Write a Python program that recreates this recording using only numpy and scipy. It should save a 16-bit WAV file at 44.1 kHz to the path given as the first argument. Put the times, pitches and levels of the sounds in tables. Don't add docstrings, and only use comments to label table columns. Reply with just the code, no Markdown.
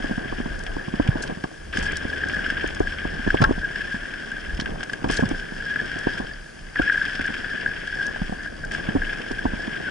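import sys
import numpy as np
from scipy import signal
from scipy.fft import rfft, irfft, next_fast_len
from scipy.io import wavfile

SR = 44100
rng = np.random.default_rng(int(sys.argv[2]) if len(sys.argv) > 2 else 0)


def digitize_waveform(pressure):
    field = np.atleast_2d(pressure).T
    bounded = np.clip(field, -1, 1)
    quanta = np.round(bounded * 32767).astype(np.int16)
    wavfile.write(sys.argv[1], SR, quanta)


def attenuation_scalar(level_db):
    decades = np.asarray(level_db, float) / 20
    return 10 ** decades


N = 436590
T = np.arange(N) / SR
SIZE = next_fast_len(N + SR // 4)
HZ = np.maximum(np.arange(SIZE // 2 + 1) * SR / SIZE, 1)
PORT_GAP_S = 2.3e-5
PORT_TURN = 2 * np.pi * HZ * PORT_GAP_S
RISE_S = 0.002

# (frequency [Hz], width [Hz], level [dB])
HOUSING = [(1632, 185, 0), (3190, 220, -18), (5160, 260, -22)]
# (frequency [Hz], left minus right [dB])
LEAN = [(60, 0), (140, -0.5), (340, -1), (820, 2.5), (1970, 3.5), (4710, 1), (11300, -1.5)]
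# (frequency [Hz], lead of the left [rad])
LEAD = [(60, 0), (130, -.6), (340, -1.8), (860, -2.4), (1300, -1.6)]
# (time of the top [s], peak level [dB], brightness [dB])
SLAPS = [(0.6673, -21, 11), (1.4402, -19, 6), (1.737, -14, -25), (1.7726, -13.5, 7), (2.368, -10, -15),
         (2.503, -9, 0.5), (3.3053, -5, -5), (3.4215, -13, 11), (3.4427, -6, 2), (3.7605, -12, -2),
         (3.8182, -16, -16), (4.14, -17.5, 2), (4.601, -15, 11), (4.66, -12.5, -2.5), (4.8082, -19.5, 3),
         (4.8323, -15.5, 6.5), (4.8983, -12.5, -1), (4.9351, -12.5, 4.5), (5.044, -17.5, 5),
         (5.101, -13, 4), (5.1254, -18, -7), (5.1357, -27, -1), (5.1762, -12.5, -2), (5.9176, -16.5, -1),
         (6.1826, -24, 12), (7.343, -14.5, 0), (8.737, -21, -13), (8.7502, -11, -13), (9.069, -18, -4),
         (9.1324, -17, 3)]


def rms_one(x):
    return x / np.sqrt(np.mean(x ** 2) + 1e-20)


def at_hz(points):
    hz, value = np.transpose(points)
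    return np.interp(np.log(HZ), np.log(hz), value)


def causal(magnitude):
    cepstrum = irfft(np.log(rms_one(magnitude)), SIZE)
    cepstrum[1:SIZE // 2] *= 2
    cepstrum[SIZE // 2 + 1:] = 0
    return np.exp(rfft(cepstrum))


def colour(points):
    return causal(attenuation_scalar(at_hz(points)))


def resonance(hz, width_hz):
    return 1 / (1 + 1j * (HZ ** 2 - hz ** 2) / (HZ * width_hz))


def double_resonance(hz, width_hz):
    response = resonance(hz, width_hz) ** 2
    return response / np.sqrt(np.mean(np.abs(response) ** 2))


def drift(rate):
    r = np.exp(-80 * np.pi * rate / SR)
    slow = signal.lfilter([1], [1, -2 * r, r * r], rng.standard_normal(N // 40 + 2002))[2000:]
    return np.interp(np.arange(N) / 40, np.arange(len(slow)), rms_one(slow))


def gritty(per_s, spread_db, grain_s, bed):
    size_db = spread_db * np.minimum(rng.exponential(1, N), 3.3)
    grains = attenuation_scalar(size_db) * (rng.random(N) < per_s / SR)
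    r = np.exp(-1 / (grain_s * SR))
    return rms_one(bed + signal.lfilter([1], [1, -r], grains))


def bursts(times, levels_db, fall_s):
    clicks = np.full(N, 1e-18)
    np.add.at(clicks, (np.asarray(times) * SR).astype(int), attenuation_scalar(levels_db))
    return signal.lfilter([1], [1, -np.exp(-1 / (fall_s * SR))], clicks)


def lumps(times, halves_s, levels_db):
    out = np.zeros(N)
    for s, half, db in np.broadcast(times, halves_s, levels_db):
        near = slice(max(int((s - 4 * half) * SR), 0), int((s + 4 * half) * SR))
        out[near] += attenuation_scalar(db) * np.exp(-.5 * ((T[near] - s) / half) ** 2)
    return out


def stereo_tilt(turn=0):
    left = attenuation_scalar(at_hz(LEAN) / 2) * np.exp(.5j * turn)
    return np.array([left, 1 / left])


def to_capsules(envelope, response, turn=0, blows=0):
    # (frequency [Hz], left-right likeness [0 to 1])
    likeness = [(30, .9), (300, .68), (900, .7), (1600, .95), (2500, .42), (3200, .48), (4000, .3),
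                (5100, .8), (7000, .4), (11000, .3)]
    noise = envelope * rng.standard_normal((3, N))
    noise[0] += blows
    shared, left, right = rfft(noise, SIZE)
    alike = np.clip(at_hz(likeness), 0, 1)
    pair = np.sqrt(alike) * shared + np.sqrt(1 - alike) * np.array([left, right])
    return pair * response * stereo_tilt(turn)


def wind(blows):
    # (time [s], level [dB])
    gusts = [(0.0, -38.5), (0.77, -30.5), (0.82, -52), (1.13, -51), (1.68, -43.5), (1.82, -34),
             (2.23, -42.5), (3.36, -33.5), (4.3, -47), (4.57, -28.5), (5.02, -46), (5.1, -32), (5.6, -44),
             (8.74, -39), (8.96, -31), (9.21, -54), (9.32, -36), (9.9, -48)]
    # (frequency [Hz], density [dB per Hz])
    buffeting = [(10, -13), (18, -6), (27, 9), (45, -3), (75, -4.5), (110, -19), (170, -9.5), (300, -58.5)]
    trim_db = -3.5
    s, peak_db = np.transpose(blows)[:2]
    jolts = bursts(s, peak_db - 22, fall_s=0.022)
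    level = attenuation_scalar(trim_db + np.interp(T, *np.transpose(gusts))) + jolts
    return to_capsules(level * attenuation_scalar(2.8 * drift(15.0)), colour(buffeting))


def hum():
    # (time [s], frequency [Hz], level [dB])
    drumming = [
        (1.6, 65.4, -64),
        (1.642, 69.2, -43.5),
        (2.286, 76.2, -44),
        (2.466, 69.9, -45),
        (3.15, 80, -43.5),
    ]
    s, hz, level_db = np.transpose(drumming)
    level = attenuation_scalar(np.interp(T, s, level_db, left=-120, right=-120) + 3)
    return level * np.sin(2 * np.pi * np.cumsum(np.interp(T, s, hz)) / SR)


def hub():
    # (time [s], rate [clicks per s], level [dB])
    pawls = [
        (0, 35, -39),
        (1.6, 59, -43),
        (3, 73, -66),
        (4.598, 69, -53),
        (6.5, 54, -39),
        (8.499, 76, -38),
        (9.9, 82, -60),
    ]
    s, per_s, level_db = np.transpose(pawls)
    turns = np.cumsum(np.interp(T, s, per_s)) / SR
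    at = T[1:][np.diff(np.floor(turns)) > 0]
    uneven_db = 2 * np.interp(at, T, drift(30))
    clicks = bursts(at, np.interp(at, s, level_db) + 11.5 + uneven_db, fall_s=0.0012)
    return to_capsules(clicks, resonance(4760, 330) ** 2)


def ticks():
    # (time [s], peak level [dB])
    snaps_at = [(0.591, -35), (0.637, -35), (1.075, -34.5), (1.7726, -32), (1.789, -29), (1.92, -30.5),
                (1.9694, -24), (2.286, -33), (2.504, -35), (2.675, -31), (2.748, -32), (2.797, -35),
                (3.415, -32), (4.316, -40), (4.8356, -32), (4.932, -32), (5.0855, -35), (5.1088, -38),
                (5.1116, -24.5), (5.169, -36), (5.29, -30), (5.9882, -32), (6.8199, -35), (7.214, -36),
                (7.2639, -34), (8.0663, -28.5), (8.65, -36), (8.719, -30.5), (9.3163, -35)]
    # (frequency [Hz], density [dB per Hz])
    tick_colour = [(1500, -39), (3000, -12.5), (5000, 2), (8000, -4.5), (11000, -13.5)]
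    # (frequency [Hz], density [dB per Hz])
    hiss_colour = [(2500, -2.5), (4000, -9.5), (5000, -3), (7000, -8.5), (11000, -12)]
    # (start [s], end [s], level [dB])
    gravel = [
        (1.215, 1.27, -46),
        (1.77, 1.876, -44),
        (5.116, 5.248, -38.5),
        (8.423, 8.503, -56),
        (8.733, 8.83, -49),
    ]
    s, peak_db = np.transpose(snaps_at)
    sprays = sum(attenuation_scalar(db) * np.interp(T, [start, start + 0.0048, end], [0, 1.6, 0]) for start, end, db in gravel)
    snaps = bursts(s, peak_db - 2, fall_s=.0022)
    snaps = snaps + sprays * gritty(per_s=140.0, spread_db=8.0, grain_s=0.012, bed=0.27)
    hiss = attenuation_scalar(-52.5 + 0.8 * drift(4.3))
    return to_capsules(snaps, colour(tick_colour), PORT_TURN) + to_capsules(hiss, colour(hiss_colour), PORT_TURN)


def clinks():
    # (time [s], peak level [dB])
    chain = [
        (1.276, -39),
        (1.441, -47),
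        (3.425, -29),
        (3.439, -25),
        (4.601, -33),
        (4.61, -29),
        (5.172, -27),
    ]
    s, peak_db = np.transpose(chain)
    shared, left, right = bursts(s, peak_db, fall_s=.003) * rng.standard_normal((3, N))
    band = signal.butter(2, [3700, 5700], "band", fs=SR, output="sos")
    return 3 * signal.sosfilt(band, shared + .6 * np.array([left, right]))


def mount_blows():
    # (time of the top [s], peak level [dB], pitch [Hz], length [cycles])
    camera_knocks = [(0.003, -24.5, 247, 4.6), (0.045, -17.5, 286, 3.4), (0.113, -17, 209, 6.1),
                     (0.181, -17, 222, 3), (0.326, -18.5, 275, 2.7), (0.403, -17, 235, 5.8),
                     (0.767, -18, 280, 3.5), (0.94, -15, 213, 5.2), (1.001, -11, 285, 7.7),
                     (2.053, -17, 229, 4.3), (2.643, -15.5, 296, 3.7), (2.806, -10.5, 294, 5.5),
                     (3.053, -15.5, 260, 2.7), (3.267, -15, 204, 2.3), (3.277, -13, 246, 4),
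                     (3.345, -8, 271, 3.2), (3.495, -16, 246, 6.6), (3.511, -10.5, 271, 4.5),
                     (5.1, -10.5, 254, 1.3), (5.194, -12, 266, 2.3), (5.227, -11, 197, 4.3),
                     (5.234, -12, 216, 11), (5.315, -15.5, 263, 5.3), (6.071, -12.5, 276, 4),
                     (6.799, -10, 289, 6.5), (8.162, -28, 594, 2.1), (8.219, -17, 193, 6),
                     (8.889, -15, 206, 3.4), (8.953, -11.5, 230, 2.9), (8.961, -13, 273, 11),
                     (9.448, -27, 230, 3.4), (9.456, -11.5, 250, 4.9), (9.68, -21, 230, 5.3)]
    # (time of the
    # top [s], peak level [dB], pitch [Hz], snap [dB])
    thumps = [
        (1.091, -5.5, 120, -26),
        (1.443, -22.5, 199, 4),
        (3.407, -16, 152, -3.5),
        (3.418, -11.5, 189, -5),
        (3.426, -7, 123, -11.5),
        (3.439, -22.5, 73, -11),
        (5.045, -15.5, 260, 0),
        (5.259, -21, 108, -22),
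    ]
    # (time of the top [s], peak level [dB])
    taps = [(0.097, -26), (0.258, -27.5), (0.387, -28), (0.46, -19), (0.883, -20.5), (1.066, -27),
            (1.157, -20.5), (1.298, -22.5), (1.326, -26.5), (1.375, -27.5), (1.786, -19.5), (1.827, -31),
            (3.141, -28), (3.195, -24), (3.581, -24.5), (3.945, -22), (4.593, -20.5), (4.622, -26),
            (4.723, -31), (5.023, -31), (5.061, -22), (5.075, -22), (5.524, -24), (6.203, -22.5),
            (7.197, -21), (7.305, -25.5), (8.296, -26), (8.325, -21), (8.675, -32), (9.313, -19),
            (9.537, -20.5)]
    rows = []
    for s, db, hz, cycles in camera_knocks:
        snap_db = -7.5 + 8.5 * np.log2(hz / 246)
        rows.append((s, db, hz, snap_db, cycles))
    for s, db, hz, snap_db in thumps:
        rows.append((s, db, hz, snap_db, 2.93))
    for (s, db), luck in zip(taps, rng.standard_normal(len(taps))):
        rows.append((s, db, 227 + 32 * luck, -6.5, 5.3))
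    return rows


def knocks(blows):
    out, t = np.zeros((2, N + SR)), np.arange(SR // 8) / SR
    for (s, peak_db, hz, snap_db, cycles), luck in zip(blows, rng.random(len(blows))):
        fall = cycles / hz / np.log(1000)
        shape = (t / fall) ** 2 * np.exp(2 - 2 * t / fall)
        shape = shape + 0.34 * (1 - np.exp(-t / fall)) ** 2 * np.exp(-t / 0.0082)
        at = max(round((s - fall) * SR), 0)
        for side, (turn, body_db) in enumerate([(-0.42, -3), (1.0, 0.1)]):
            turn = turn * min(hz / 260, 1)
            body = np.cos(2 * np.pi * hz * (t - fall) + luck + turn)
            out[side, at:at + len(t)] += attenuation_scalar(peak_db + body_db) * shape * body
    return out[:, :N]


def bracket(blows):
    # (frequency [Hz], width [Hz], level [dB])
    modes = [(735, 49, -1.5), (882, 39, -10.5), (1090, 22, -16.5), (1348, 51, -13.5)]
    # (time [s], level [dB])
    chain_hits = [
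        (3.42, -8),
        (3.4404, -2.5),
    ]
    chain_favours = [-18, 1, 2.5, 2.5]
    knock_s, peak_db, _, snap_db, _ = np.transpose(blows)
    slap_s, slap_db, bright_db = np.transpose(SLAPS)
    hit_s, hit_db = np.transpose(chain_hits)
    s = np.r_[knock_s, slap_s - RISE_S, hit_s]
    db = np.r_[peak_db + snap_db, slap_db + bright_db - 20, hit_db]
    luck = rng.standard_normal((len(modes), len(knock_s) + len(slap_s)))
    luck = np.c_[luck, np.outer(chain_favours, np.ones(len(hit_s)))]
    rung = 0
    for (hz, width, mode_db), z in zip(modes, luck):
        strikes = bursts(s, db + mode_db + 36.5 + 5.7 * z, fall_s=1e-5)
        rung = rung + rfft(strikes, SIZE) * resonance(hz, width)
    rung = rung / (1 + 1j * HZ / 2500) ** 2
    return rung * stereo_tilt(at_hz(LEAD))


def frame(rumble_db, blows):
    # (frequency [Hz], density [dB per Hz])
    rumble_colour = [(53, -21), (90, -7.5), (226, -3.5), (424, -6), (572, -10), (671, -8), (905, -16),
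                     (1230, -17), (1400, -21), (1820, -27), (3080, -120)]
    # (frequency [Hz], density [dB per Hz])
    snap_colour = [(200, 0), (380, -1), (600, -3), (1100, -7), (1450, -25), (3000, -49)]
    # (start [s], end [s], level [dB])
    rattles = [
        (1.045, 1.321, -37),
        (1.794, 1.94, -38),
        (3.435, 3.492, -33),
        (4.665, 4.764, -38),
        (6.128, 6.255, -38.5),
        (7.959, 8.118, -39.5),
    ]
    s, peak_db, _, snap_db, _ = np.transpose(blows)
    shake = gritty(per_s=60, spread_db=2.5, grain_s=.004, bed=1.5)
    edges = bursts(s, peak_db + snap_db + 9.0, fall_s=1e-5)
    rattle = bursts(np.maximum(s - .003, 0), peak_db + snap_db - 1.5, fall_s=0.008)
    loose = sum(attenuation_scalar(db) * ((T > start) & (T < end)) for start, end, db in rattles)
    rattle = rattle + loose * gritty(per_s=120.0, spread_db=1.0, grain_s=0.0019, bed=1.0)
    turn = at_hz(LEAD)
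    rumble = to_capsules(attenuation_scalar(rumble_db + 6.5) * shake, colour(rumble_colour), turn)
    return rumble + to_capsules(rattle, colour(snap_colour), turn, blows=edges) + bracket(blows)


def impacts():
    # (time of the top [s], peak level [dB], brightness [dB])
    rebounds = [
        (1.277, -25, 8),
        (3.449, -7, -9),
        (3.454, -20, -23),
        (4.61, -31, 8),
    ]
    # (time of the top [s], peak level [dB])
    stones = [
        (2.238, -8),
        (2.873, -8),
        (5.761, -5.5),
        (7.4458, -11),
        (7.6629, -7),
        (8.715, -16),
        (9.0201, -9.5),
    ]
    # (time of the top [s], peak level [dB])
    scatter = [
        (6.761, -3.5),
        (6.8995, 1),
        (6.947, -7),
        (7.016, -8.5),
    ]
    edge_db = -32
    dull = [(s, db, edge_db - db) for s, db in stones + scatter]
    s, peak_db, bright_db = np.transpose(SLAPS + rebounds + dull)
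    return s - RISE_S, peak_db, bright_db


def struck_air(s, peak_db):
    # (time [s], half length [s], level [dB])
    swishes = [
        (8.4, 0.012, -38),
        (8.451, 0.023, -31),
        (8.642, 0.007, -30),
    ]
    blows = bursts(s, peak_db + 9.0, fall_s=1e-5)
    grind = lumps(s + 0.0011, 0.003, peak_db - 15.5)
    swells = grind + lumps(*np.transpose(swishes))
    return to_capsules(swells, double_resonance(*HOUSING[0][:2]), blows=blows)


def pebble_drags():
    # (time of the middle [s], half length [s], peak level [dB])
    early = [(0.052, 0.0023, -20), (0.069, 0.0011, -23), (0.123, 0.0034, -25), (0.188, 0.0021, -25),
             (0.247, 0.0024, -23), (0.3071, 0.0021, -29), (0.7966, 0.0018, -24), (0.814, 0.0021, -25),
             (1.118, 0.0027, -23.5), (1.173, 0.0019, -19.5), (1.239, 0.0024, -19.5), (1.751, 0.0031, -24),
             (1.794, 0.0075, -28), (1.817, 0.0022, -21), (1.84, 0.015, -25.5), (1.867, 0.0039, -17),
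             (1.887, 0.0063, -21), (1.9, 0.0012, -19), (1.934, 0.0019, -18.5), (1.965, 0.0044, -20.5),
             (2.102, 0.0022, -19), (2.135, 0.004, -16), (2.164, 0.0023, -19), (2.218, 0.0023, -20),
             (2.275, 0.0025, -20), (2.2893, 0.0023, -20), (2.297, 0.0019, -26), (2.324, 0.0022, -22),
             (2.337, 0.0019, -17), (2.347, 0.0036, -19), (2.362, 0.0022, -17), (2.395, 0.0021, -18),
             (2.408, 0.0063, -24), (2.453, 0.0077, -23), (2.465, 0.0012, -12), (2.493, 0.0045, -23),
             (2.539, 0.0026, -19), (2.576, 0.0053, -20.5), (2.613, 0.0021, -23), (2.638, 0.0052, -20),
             (2.664, 0.0056, -21), (2.685, 0.0033, -26), (2.7473, 0.003, -26), (2.92, 0.0019, -30),
             (2.926, 0.0031, -24), (2.998, 0.003, -24), (3.044, 0.004, -23), (3.17, 0.0025, -30),
             (3.19, 0.0037, -23.5), (3.277, 0.0039, -20), (3.29, 0.0022, -21), (3.371, 0.002, -23),
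             (3.388, 0.0021, -20), (3.4, 0.006, -22), (3.4119, 0.0021, -21), (3.618, 0.0025, -21)]
    middle = [(3.65, 0.006, -15), (3.6924, 0.004, -22), (3.7811, 0.0031, -22), (3.809, 0.0028, -20),
              (3.8527, 0.0029, -20.5), (3.8834, 0.0022, -19), (3.9276, 0.0063, -19.5),
              (3.9514, 0.0031, -20.5), (3.9622, 0.0016, -20), (4.0565, 0.0017, -20), (4.0866, 0.0034, -25),
              (4.3195, 0.0027, -18), (4.3678, 0.002, -21), (4.4439, 0.0025, -24), (4.4666, 0.0044, -24),
              (4.4961, 0.0026, -25), (4.5074, 0.0033, -24), (4.6795, 0.0033, -26.7), (5.1369, 0.002, -16),
              (5.1883, 0.0023, -15.5), (5.211, 0.0046, -17), (5.3484, 0.0019, -24), (5.3958, 0.0023, -23),
              (5.425, 0.0025, -28), (5.6056, 0.0033, -22), (5.625, 0.0013, -20), (5.667, 0.0013, -29),
              (5.692, 0.024, -22.5), (5.7155, 0.0035, -24), (5.726, 0.0025, -22), (5.739, 0.0016, -18),
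              (5.7924, 0.0021, -17), (5.8015, 0.0024, -12.5), (5.898, 0.002, -22), (6.0425, 0.002, -22),
              (6.0641, 0.0022, -27), (6.0734, 0.0024, -21), (6.09, 0.0041, -24), (6.1037, 0.0033, -26),
              (6.1292, 0.0035, -29), (6.1797, 0.0021, -26), (6.3143, 0.0055, -26.5), (6.7934, 0.0049, -13),
              (6.812, 0.0018, -21), (6.8196, 0.0017, -12.5), (6.8293, 0.00095, -14), (6.8446, 0.0025, -21),
              (6.8547, 0.0047, -31), (6.8649, 0.0041, -19), (6.8796, 0.0034, -10.5), (6.89, 0.0033, -15),
              (6.925, 0.0034, -13), (6.9365, 0.0023, -17), (6.9568, 0.0022, -17), (6.979, 0.0018, -12),
              (7.0315, 0.0019, -21)]
    late = [(7.0427, 0.002, -21), (7.0535, 0.0019, -19), (7.0859, 0.0032, -19.5), (7.097, 0.0016, -15),
            (7.1582, 0.0044, -24), (7.196, 0.0022, -15), (7.2117, 0.0018, -17.5), (7.2468, 0.0017, -14.5),
            (7.2568, 0.0027, -13), (7.2696, 0.0019, -21), (7.279, 0.0022, -13.5), (7.5056, 0.0028, -25),
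            (7.5151, 0.0037, -22), (7.5336, 0.0036, -22), (7.58, 0.0035, -23), (7.6186, 0.0045, -23),
            (7.6789, 0.0026, -19), (7.6904, 0.0043, -19.5), (7.716, 0.0025, -21), (7.878, 0.0026, -19),
            (7.8999, 0.004, -26), (7.9288, 0.0016, -19), (7.943, 0.0037, -21), (7.9565, 0.0024, -21),
            (7.9757, 0.0032, -21), (7.9888, 0.0018, -19), (7.9994, 0.0029, -15), (8.013, 0.0048, -15.5),
            (8.0319, 0.0048, -19), (8.068, 0.021, -21.5), (8.081, 0.0019, -29), (8.0913, 0.0026, -33),
            (8.4404, 0.0029, -35), (8.4736, 0.002, -36), (8.7598, 0.0024, -33), (8.801, 0.0026, -20.5),
            (8.894, 0.0033, -22), (9.0354, 0.0023, -22), (9.0563, 0.0025, -26), (9.1, 0.0089, -21),
            (9.2745, 0.0037, -26), (9.392, 0.0035, -17), (9.4682, 0.0037, -27), (9.606, 0.0042, -20.5),
            (9.637, 0.0097, -24), (9.723, 0.0024, -29), (9.743, 0.005, -26), (9.7656, 0.0026, -21),
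            (9.862, 0.0058, -23), (9.884, 0.0081, -20.5)]
    return lumps(*np.transpose(early + middle + late))


def pebbles(drags):
    hz = 1.01 * HOUSING[0][0] + 40.26 * drift(35.44)
    note = attenuation_scalar(-4) * drags * np.sin(2 * np.pi * np.cumsum(hz) / SR)
    return rfft(note, SIZE) * stereo_tilt()


def grit_cracks():
    # (time [s], peak level [dB])
    early = [(1.02, -29), (1.075, -22.5), (1.728, -30), (1.752, -44), (1.808, -24), (1.911, -25),
             (2.172, -28), (2.2964, -18.5), (2.4423, -23), (2.573, -20.5), (2.61, -22), (2.662, -24),
             (2.9846, -21), (3.3707, -17)]
    late = [
        (6.8203, -28),
        (7.051, -25),
        (7.2144, -25),
        (7.241, -29),
        (7.277, -25),
        (7.3382, -25),
        (7.4429, -30),
    ]
    further = [
        (4.576, -29),
        (4.657, -29),
        (8.866, -30),
        (8.89, -28),
        (8.9166, -38),
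        (9.0443, -26),
        (9.094, -24),
        (9.3844, -39),
    ]
    s, db = np.transpose(early + late + further)
    return bursts(s, db - 8, fall_s=0.0061)


def crackle(grit, bright_db, snaps, edges):
    # (frequency [Hz], gain [dB])
    wall = [(300, -77), (1000, -31), (1350, -22), (2000, -18), (2650, -20.5), (3400, -20.5), (3900, -43.5),
            (4600, -27.5), (5800, -57), (7500, -39.5), (11000, -57)]
    upper = sum(np.abs(attenuation_scalar(db) * resonance(hz, width)) ** 2 for hz, width, db in HOUSING[1:])
    high = causal(np.sqrt(upper + attenuation_scalar(2 * at_hz(wall))))
    below = 1 / (1 + (HZ / 3300) ** 8)
    out = 0
    for share, cracks in ((below, grit_cracks()), (1 - below, 0)):
        clumps = gritty(per_s=99.0, spread_db=2.5, grain_s=0.0037, bed=1.37) * attenuation_scalar(1.6 * drift(11.0))
        bright = attenuation_scalar(bright_db - 1.45) * grit * clumps + snaps + cracks
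        out = out + to_capsules(bright, high * np.sqrt(share), PORT_TURN, blows=edges * np.sqrt(.5))
    return out


def lowest_buzz(grit):
    hz, width, _ = HOUSING[0]
    lean_db = 2.0 * drift(30.0)
    out = 0
    for side in (-1, 1):
        response = double_resonance(hz + side * 32, 1.14 * width)
        out = out + to_capsules(attenuation_scalar(-8.0 + side * lean_db) * grit, response)
    return out


def rolling(buzz_db, bright_db):
    s, peak_db, edge_db = impacts()
    grit = gritty(per_s=150.0, spread_db=1.0, grain_s=0.0014, bed=2.2) * attenuation_scalar(buzz_db + 0.6 * drift(1.07))
    edges = bursts(s, peak_db + edge_db - 33.0, fall_s=1e-5)
    drags = pebble_drags()
    snaps = bursts(s, peak_db + edge_db - 21.0, fall_s=0.0039) + attenuation_scalar(-32.5) * drags
    return struck_air(s, peak_db) + pebbles(drags) + crackle(grit, bright_db, snaps, edges) + lowest_buzz(grit)


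def scene():
    # (time [s], load as rolling buzz [dB], roughness as frame rumble [dB])
    ride = [(0.0, -32.5, -44), (0.77, -35, -46.5), (1.85, -32, -45), (2.45, -28, -42.5), (2.85, -33, -45),
            (3.39, -29.5, -46), (4.36, -32.5, -48), (5.1, -29, -40.5), (5.51, -33.5, -49),
            (5.75, -30.5, -44.5), (6.07, -29, -46), (6.84, -26, -47), (7.1, -28, -47), (7.39, -30.5, -45.5),
            (8.0, -31.5, -49.5), (8.96, -33, -42.5), (9.25, -32.5, -45.5), (9.9, -31, -45.5)]
    # (unweighting starts [s], lightest from [s], loss [dB], landing crunch [dB], crunch length [s])
    hops = [
        (0.79, 0.85, 3, 0, 0.073),
        (1.18, 1.474, 11.5, 5, 0.29),
        (3.447, 3.49, 4, -8, 0.051),
        (4.4, 4.935, 8.5, 8.5, 0.12),
        (6.107, 6.438, 15, -1.5, 0.15),
        (8.156, 8.35, 6.5, 6.5, 0.083),
    ]
    landings = [
        0.93,
        1.725,
        3.62,
        5.088,
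        6.752,
        8.708,
    ]
    s, load_db, rough_db = np.transpose(ride)
    load_db, rough_db = np.interp(T, s, load_db), np.interp(T, s, rough_db)
    bright_db = -9.5 - 0.19 * (load_db + 38.0)
    loss_db = 0
    for (start, light, db, crunch_db, crunch_s), land in zip(hops, landings):
        loss_db = loss_db + np.interp(T, [start, light, land, land + 0.0024], [0, db, db, 0])
        crunch = (T > land) * np.exp(-(np.maximum(T - land, 0) / crunch_s) ** 2)
        bright_db = bright_db + crunch_db * crunch
    blows = mount_blows()
    spectra = wind(blows) + hub() + ticks()
    spectra = spectra + frame(rough_db - 0.55 * loss_db, blows)
    spectra = spectra + rolling(load_db - loss_db, bright_db + 0.085 * loss_db)
    return irfft(spectra, SIZE)[:, :N] + knocks(blows) + hum() + clinks()


def band_limit(x):
    return signal.sosfilt(signal.butter(12, 11860, fs=SR, output="sos"), x)


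def record(dry):
    soft = 2.6 * np.tanh(dry / 2)
    cut = signal.sosfilt(signal.cheby1(13, 1, 10960, fs=SR, output="sos"), soft)
    return band_limit(cut)


dry = scene()
out = record(dry)
digitize_waveform(out)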